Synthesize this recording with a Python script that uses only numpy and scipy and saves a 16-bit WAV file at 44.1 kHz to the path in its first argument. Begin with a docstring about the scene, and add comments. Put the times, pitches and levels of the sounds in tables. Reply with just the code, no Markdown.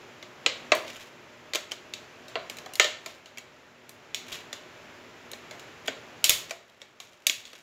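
"""Fingers fold the cut rim of a thin plastic bottle inward, at a table beside a wall.
Over a soft hush, two sharp buckles crack in the first second, each popping a panel that rings the hollow.
Smaller snaps and the crinkle of tiny creases lead to the biggest pop, near 2.8 s. The folds thin out
while the hush sinks and recovers; bright cracks cluster near 6.3 s, the hush drops away, and a last
pair snaps near 7.3 s. The bottle wall colours every crack, and the room answers."""
import sys
import numpy as np
from scipy import signal
from scipy.fft import rfft, irfft, next_fast_len
from scipy.io import wavfile
from scipy.ndimage import map_coordinates

SR = 44100
rng = np.random.default_rng(int(sys.argv[2]) if len(sys.argv) > 2 else 0)


def store_wav(level_fs):
    """Save 16-bit WAV to argv[1]."""
    pcm = np.round(np.clip(np.atleast_2d(level_fs), -1, 1) * 32767)
    wavfile.write(sys.argv[1], SR, pcm.T.astype(np.int16))


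N = 336042

# The bottle wall's resonances. Each row: centre in Hz, width in Hz, boost in dB.
WALL_RESONANCES = [(612, 94, 9), (1060, 96, 3.5), (1300, 50, -0.5), (2280, 190, 3.5), (2850, 400, 4),
                   (3340, 480, 3), (3860, 300, 4), (5680, 210, 3), (6740, 450, 2.5), (8960, 330, 5),
                   (11900, 2000, 3.5)]


def buckles(facet_boost_db=6, facet_width_hz=240, facet_top_hz=6790, ripple_db=3.5, size=4096):
    """Each buckle runs through the film in about a millisecond and leaves its dense modes ringing."""
    # The folds of the rim: a wide, slow one moves the whole wall and has body; a narrow, quick one is
    # all treble. Each row: start in seconds, crack level in dB, body and treble in dB over the crack,
    # room send in dB, facet resonance in Hz.
    folds = [(0.2265, -43.5, -9, -23, -4, 2120), (0.4616, -16, -14.5, -33, -8, 5200),
             (.7187, -17, -0.5, -32, -8.5, 2400), (.75, -42, -4, 2.5, -5.5, 2140),
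             (.879, -44.5, -8, -17, 2, 3290), (1.5345, -30, -12, -20, -2, 2790),
             (1.548, -29.5, -6, -14, -7, 2650), (1.5549, -26.5, -9.5, -12.5, -12, 3270),
             (1.7172, -31, -12.5, -18.5, -8.5, 3000), (1.9365, -33.5, -30, -18, -6, 3900),
             (2.2816, -47.5, -5, -13, -1.5, 3700), (2.3548, -30, -1, -65, -7, 3970),
             (2.4975, -37, -11, -10.5, -6, 2920), (2.5686, -46.5, -13, -7, -6, 4010),
             (2.585, -42, -10.5, -13, -7, 4070), (2.66, -45, -1, -15, -8, 3350),
             (2.7352, -44, -13.5, -2.5, -5, 4090), (2.754, -37, -23, -4.5, -8, 4060),
             (2.797, -12.5, -14, -24.5, -4.5, 3000), (2.8434, -27, -5.5, -18.5, -6.5, 1850),
             (3.0601, -36.5, -7, -14.5, -5.5, 3670), (3.258, -49, -6, -17.5, -1.5, 3900),
             (3.3727, -42, -10, -20, -8, 2240), (3.3822, -40, -16, -12.5, -10, 2240),
             (3.8923, -50, -8, 0.5, -8, 4000), (4.145, -28.5, -25.5, -14.5, -5, 5500),
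             (4.3241, -38.5, -17.5, -24, 3.5, 2750), (4.5282, -34.5, -10, -16.5, -5.5, 3450),
             (5.3148, -45.5, -10, -1, -7, 4010), (5.3331, -39.5, -6, -25, -7.5, 4120),
             (5.51, -43.5, -1.5, -16, -4, 3300), (5.595, -48, -12, -11.5, -4, 2860),
             (5.875, -40, -21.5, -7.5, -10, 3430), (5.88, -26.5, -4, -33, -8.5, 3380),
             (6.2412, -18.5, -23, -5.5, -3.5, 4040), (6.2493, -27.5, -14.5, -5, -4.5, 6700),
             (6.2937, -18, -20.5, -1, -6.5, 3460), (6.3037, -23.5, -17, -6, -1, 3260),
             (6.5082, -34, -5, -13.5, -8.5, 2050), (6.8161, -42.5, -8.5, -23.5, -8, 2200),
             (7.001, -42, -9.5, -13, -4.5, 3560), (7.2673, -19, -24.5, -6, -8, 3710),
             (7.296, -22, -21, -17.5, -9, 2680), (7.4526, -44.5, -19, -18, 0, 3470),
             (7.5308, -49.5, -2.5, -11, -13, 3760)]
    # The five registers of a buckle. Each row: low and high edge in Hz, attack in seconds,
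    # shell ring in dB, shell t60 in seconds, room t60 in seconds.
    registers = [(329, 767, 0.0015, -9, 0.081, 0.47), (994, 2240, 0.0012, 2.5, 0.087, 0.52),
                 (1880, 4670, 0.00072, -6.5, .03, 0.38), (4500, 7740, 0.001, -5.5, 0.051, 0.34),
                 (7700, 15900, 0.00148, -21, .025, 0.27)]
    track, t, hz = np.zeros(N), np.arange(size) / SR, np.fft.rfftfreq(size, 1 / SR) + 1
    span = np.sqrt(.008 * SR)  # levels are rms over 8 ms
    bottle = resonances(WALL_RESONANCES, hz)
    for start, crack_db, body_db, treble_db, wet_db, facet_hz in folds:
        levels = register_levels(crack_db, body_db, treble_db)
        # each fold leaves a facet of its own shape: two strong resonances and a ripple of weak ones
        facet = resonances([(f, facet_width_hz, facet_boost_db) for f in (facet_hz, facet_top_hz)], hz)
        ripple = amp(ripple_db * map_coordinates(rng.uniform(-1.7, 1.7, 200), [hz / 130]))
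        for k, (low, high, rise, ring_db, ring_t60, room_t60) in enumerate(registers):
            order = 9 + 4 * k  # higher registers have steeper edges
            band = 1 / np.sqrt((1 + (low / hz) ** order) * (1 + (hz / high) ** (2 * order)))
            wall = minimum_phase(band * bottle * facet * ripple)
            snap = (t / rise * np.exp(1 - t / rise)) ** 2
            ring = amp(ring_db - 60 * t / ring_t60) * (1 - np.exp(-t / rise))
            burst = (snap + ring) * rng.choice([-1, 1], size)
            crack = irfft(rfft(burst) * wall)
            strength = amp(levels[k]) * span
            add(track, start, strength * crack / np.linalg.norm(crack))
            # the room gathers all directions, which evens out the facet's colour
            send = irfft(minimum_phase(band * bottle * np.sqrt(facet * ripple)))
            answer = signal.fftconvolve(send, room_tail(room_t60))
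            add(track, start, strength * amp(wet_db) * answer / np.linalg.norm(answer))
    return track


def register_levels(crack_db, body_db, treble_db):
    """A buckle's five levels in dB, low to high: the crack's neighbours lean toward body and treble."""
    return crack_db + np.array([body_db, 0.86 * body_db, 0, 0.31 * treble_db, treble_db])


def panel_pops(roughness=0.52, overtone_ratio=1.6, overtone_db=-5.5, overtone_life=0.41):
    """A whole panel flips and the hollow rings at a damped, buzzing pitch that depends on the grip."""
    # The ringing tones. Each row: start in seconds, pitch in Hz, level in dB, t60 in seconds.
    pops = [(.462, 497, -20, 0.037), (.7205, 618, -15, 0.085), (2.356, 656, -26, 0.1),
            (2.661, 752, -43.5, 0.36), (2.799, 619, -23.5, .13), (2.798, 1300, -22, .1),
            (2.799, 1807, -23.5, 0.22), (3.061, 660, -39, 0.11), (5.881, 277, -34, .068),
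            (5.881, 443, -35.5, 0.082), (6.296, 99, -37, 0.04), (6.51, 673, -36, .11)]
    track, t = np.zeros(N), np.arange(SR // 3) / SR
    for start, hz, db, t60 in pops:
        # the film flutters under the fingers
        buzz = 1 + roughness * map_coordinates(rng.standard_normal(70), [t * 200])
        modes = [(hz, db, t60), (hz * overtone_ratio, db + overtone_db, t60 * overtone_life)]
        ring = sum(np.sin(2 * np.pi * f * t) * amp(level - 60 * t / life) for f, level, life in modes)
        attack = 1 - np.exp(-t / 0.00085)
        add(track, start, room(ring * buzz * attack, t60=0.37, wet_db=-5.5))
    return track


def crinkle(per_second=260, scatter_db=5, grain_s=0.0032, gain_db=1):
    """Tiny creases of uneven size give way while the rim is pressed."""
    # Strain on the rim, in slow presses and in quick flurries before a buckle.
    # Each row: centre in seconds, half length in seconds, relative level in dB.
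    presses = [(.94, .11, -48), (1.715, 0.0051, -46.5), (3.1, 0.086, -57.5), (4.34, 0.056, -44.5),
               (5.872, .012, -44), (6.503, .01, -49), (6.761, 0.14, -64), (7, .008, -42),
               (7.078, .055, -58.5), (7.475, 0.24, -57.5)]
    # The tone of the creases. Each row: frequency in Hz, gain in dB.
    crease_eq = [(1000, -11), (2500, -0.5), (4000, -6.5), (7400, -8.5), (8200, -19), (15000, -20)]
    t = np.arange(N) / SR
    strain = sum(amp(db) * np.exp(-((t - centre) / length) ** 2) for centre, length, db in presses)
    creases = rng.random(N) < per_second / SR
    sizes = amp(scatter_db * np.clip(rng.standard_normal(N), -2, 2))
    decay = np.exp(-t[:SR // 50] / grain_s)
    grains = signal.fftconvolve(creases * sizes, decay)[:N] * rng.standard_normal(N)
    crackle = coloured(grains, lambda hz: eq_curve(crease_eq, hz) * resonances(WALL_RESONANCES, hz))
    return room(strain * unit(crackle), t60=0.31, wet_db=-6.5)[:N] * amp(gain_db)


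def room(sound, t60, wet_db):
    """The direct sound followed by the room's diffuse answer."""
    wet = signal.fftconvolve(sound, room_tail(t60))
    wet *= amp(wet_db) * np.linalg.norm(sound) / np.linalg.norm(wet)
    return np.pad(sound, (0, len(wet) - len(sound))) + wet


def room_tail(t60, build_s=0.0042):
    """Dense echoes build up and die away: a fresh tail each time, with energy 1."""
    t = np.arange(SR // 2) / SR
    echoes = rng.standard_normal(len(t)) * amp(-60 * t / t60) * (1 - np.exp(-(t / build_s) ** 2))
    return echoes / np.linalg.norm(echoes)


def hush(air_db=-0.02, waver_db=.5, rumble_db=-62):
    """An airy bed and a low rumble waver, sink and recover together."""
    # The bed's fader ride. Each row: time in seconds, level in dB.
    ride = [(0, -48.5), (.33, -49.5), (.66, -46.5), (1.1, -51.5), (2.6, -49), (3.18, -53), (3.84, -55),
            (4.33, -49.5), (6.39, -48.5), (6.65, -58), (7.62, -58.5)]
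    # The tone of the air. Each row: frequency in Hz, gain in dB.
    air_eq = [(60, -36.5), (130, -5.5), (200, -6), (400, -1.5), (620, -3), (800, -5), (1300, -5.5),
              (2500, -7), (4500, -17.5), (7300, -20), (8400, -39), (11000, -32.5), (15000, -36)]
    # A faint drone of narrow peaks in the air. Each row: centre in Hz, width in Hz, boost in dB.
    drone = [(243.2, 5.8, 12), (365, 12, 7), (609, 8.3, 8.5)]
    # The tone of the rumble. Each row: frequency in Hz, gain in dB.
    rumble_eq = [(25, -24.5), (60, -11.5), (110, -0.5), (170, -8.5), (300, -27.5), (600, -67)]
    times, ride_db = np.transpose(ride)
    t = np.arange(N) / SR
    level = np.interp(t, times, ride_db) + waver_db * map_coordinates(rng.standard_normal(60), [t * 7])
    air = unit(coloured(rng.standard_normal(N), lambda hz: eq_curve(air_eq, hz) * resonances(drone, hz)))
    rumble = unit(coloured(rng.standard_normal(N), lambda hz: eq_curve(rumble_eq, hz)))
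    return air * amp(level + air_db) + rumble * amp(rumble_db + level - np.max(ride_db))


def amp(db):
    """Decibels to gain."""
    return 10 ** (np.asarray(db) / 20)


def unit(x):
    """Scale to rms 1."""
    return x / np.sqrt(np.mean(x ** 2) + 1e-20)


def eq_curve(points, hz):
    """Gain of (Hz, dB) points joined on a log axis."""
    f, db = np.transpose(points)
    return amp(np.interp(np.log(hz + 1), np.log(f), db))


def resonances(peaks, hz):
    """Gain of resonant peaks on a flat response."""
    return 1 + sum((amp(db) - 1) / (1 + (2 * (hz - centre) / width) ** 2) for centre, width, db in peaks)


def coloured(x, gain):
    """x shaped by a gain that depends on frequency."""
    size = next_fast_len(len(x) + 8192)
    return irfft(rfft(x, size) * gain(np.fft.rfftfreq(size, 1 / SR)), size)[:len(x)]


def minimum_phase(gain):
    """The response with this gain that rings only after the blow."""
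    cepstrum = irfft(np.log(np.maximum(gain, 1e-5)))
    half = len(cepstrum) // 2
    return np.exp(rfft(np.r_[cepstrum[0], 2 * cepstrum[1:half], np.zeros(half)]))


def add(track, start_s, sound):
    """Mix a sound into the track at its start time."""
    part = track[max(round(start_s * SR), 0):][:len(sound)]
    part += sound[:len(part)]


def scene():
    """The bottle over the background, in mono."""
    return (buckles() + panel_pops() + crinkle() + hush())[None]


def record(dry):
    """A soft clip rounds the highest peaks, then a steep low-pass trims the very top."""
    ceiling, top_hz = .95, 15650
    rounded = dry[0] / (1 + np.abs(dry[0] / ceiling) ** 16) ** (1 / 16)
    return coloured(rounded, lambda hz: 1 / np.sqrt(1 + (hz / top_hz) ** 160))[None]


dry = scene()
out = record(dry)
store_wav(out)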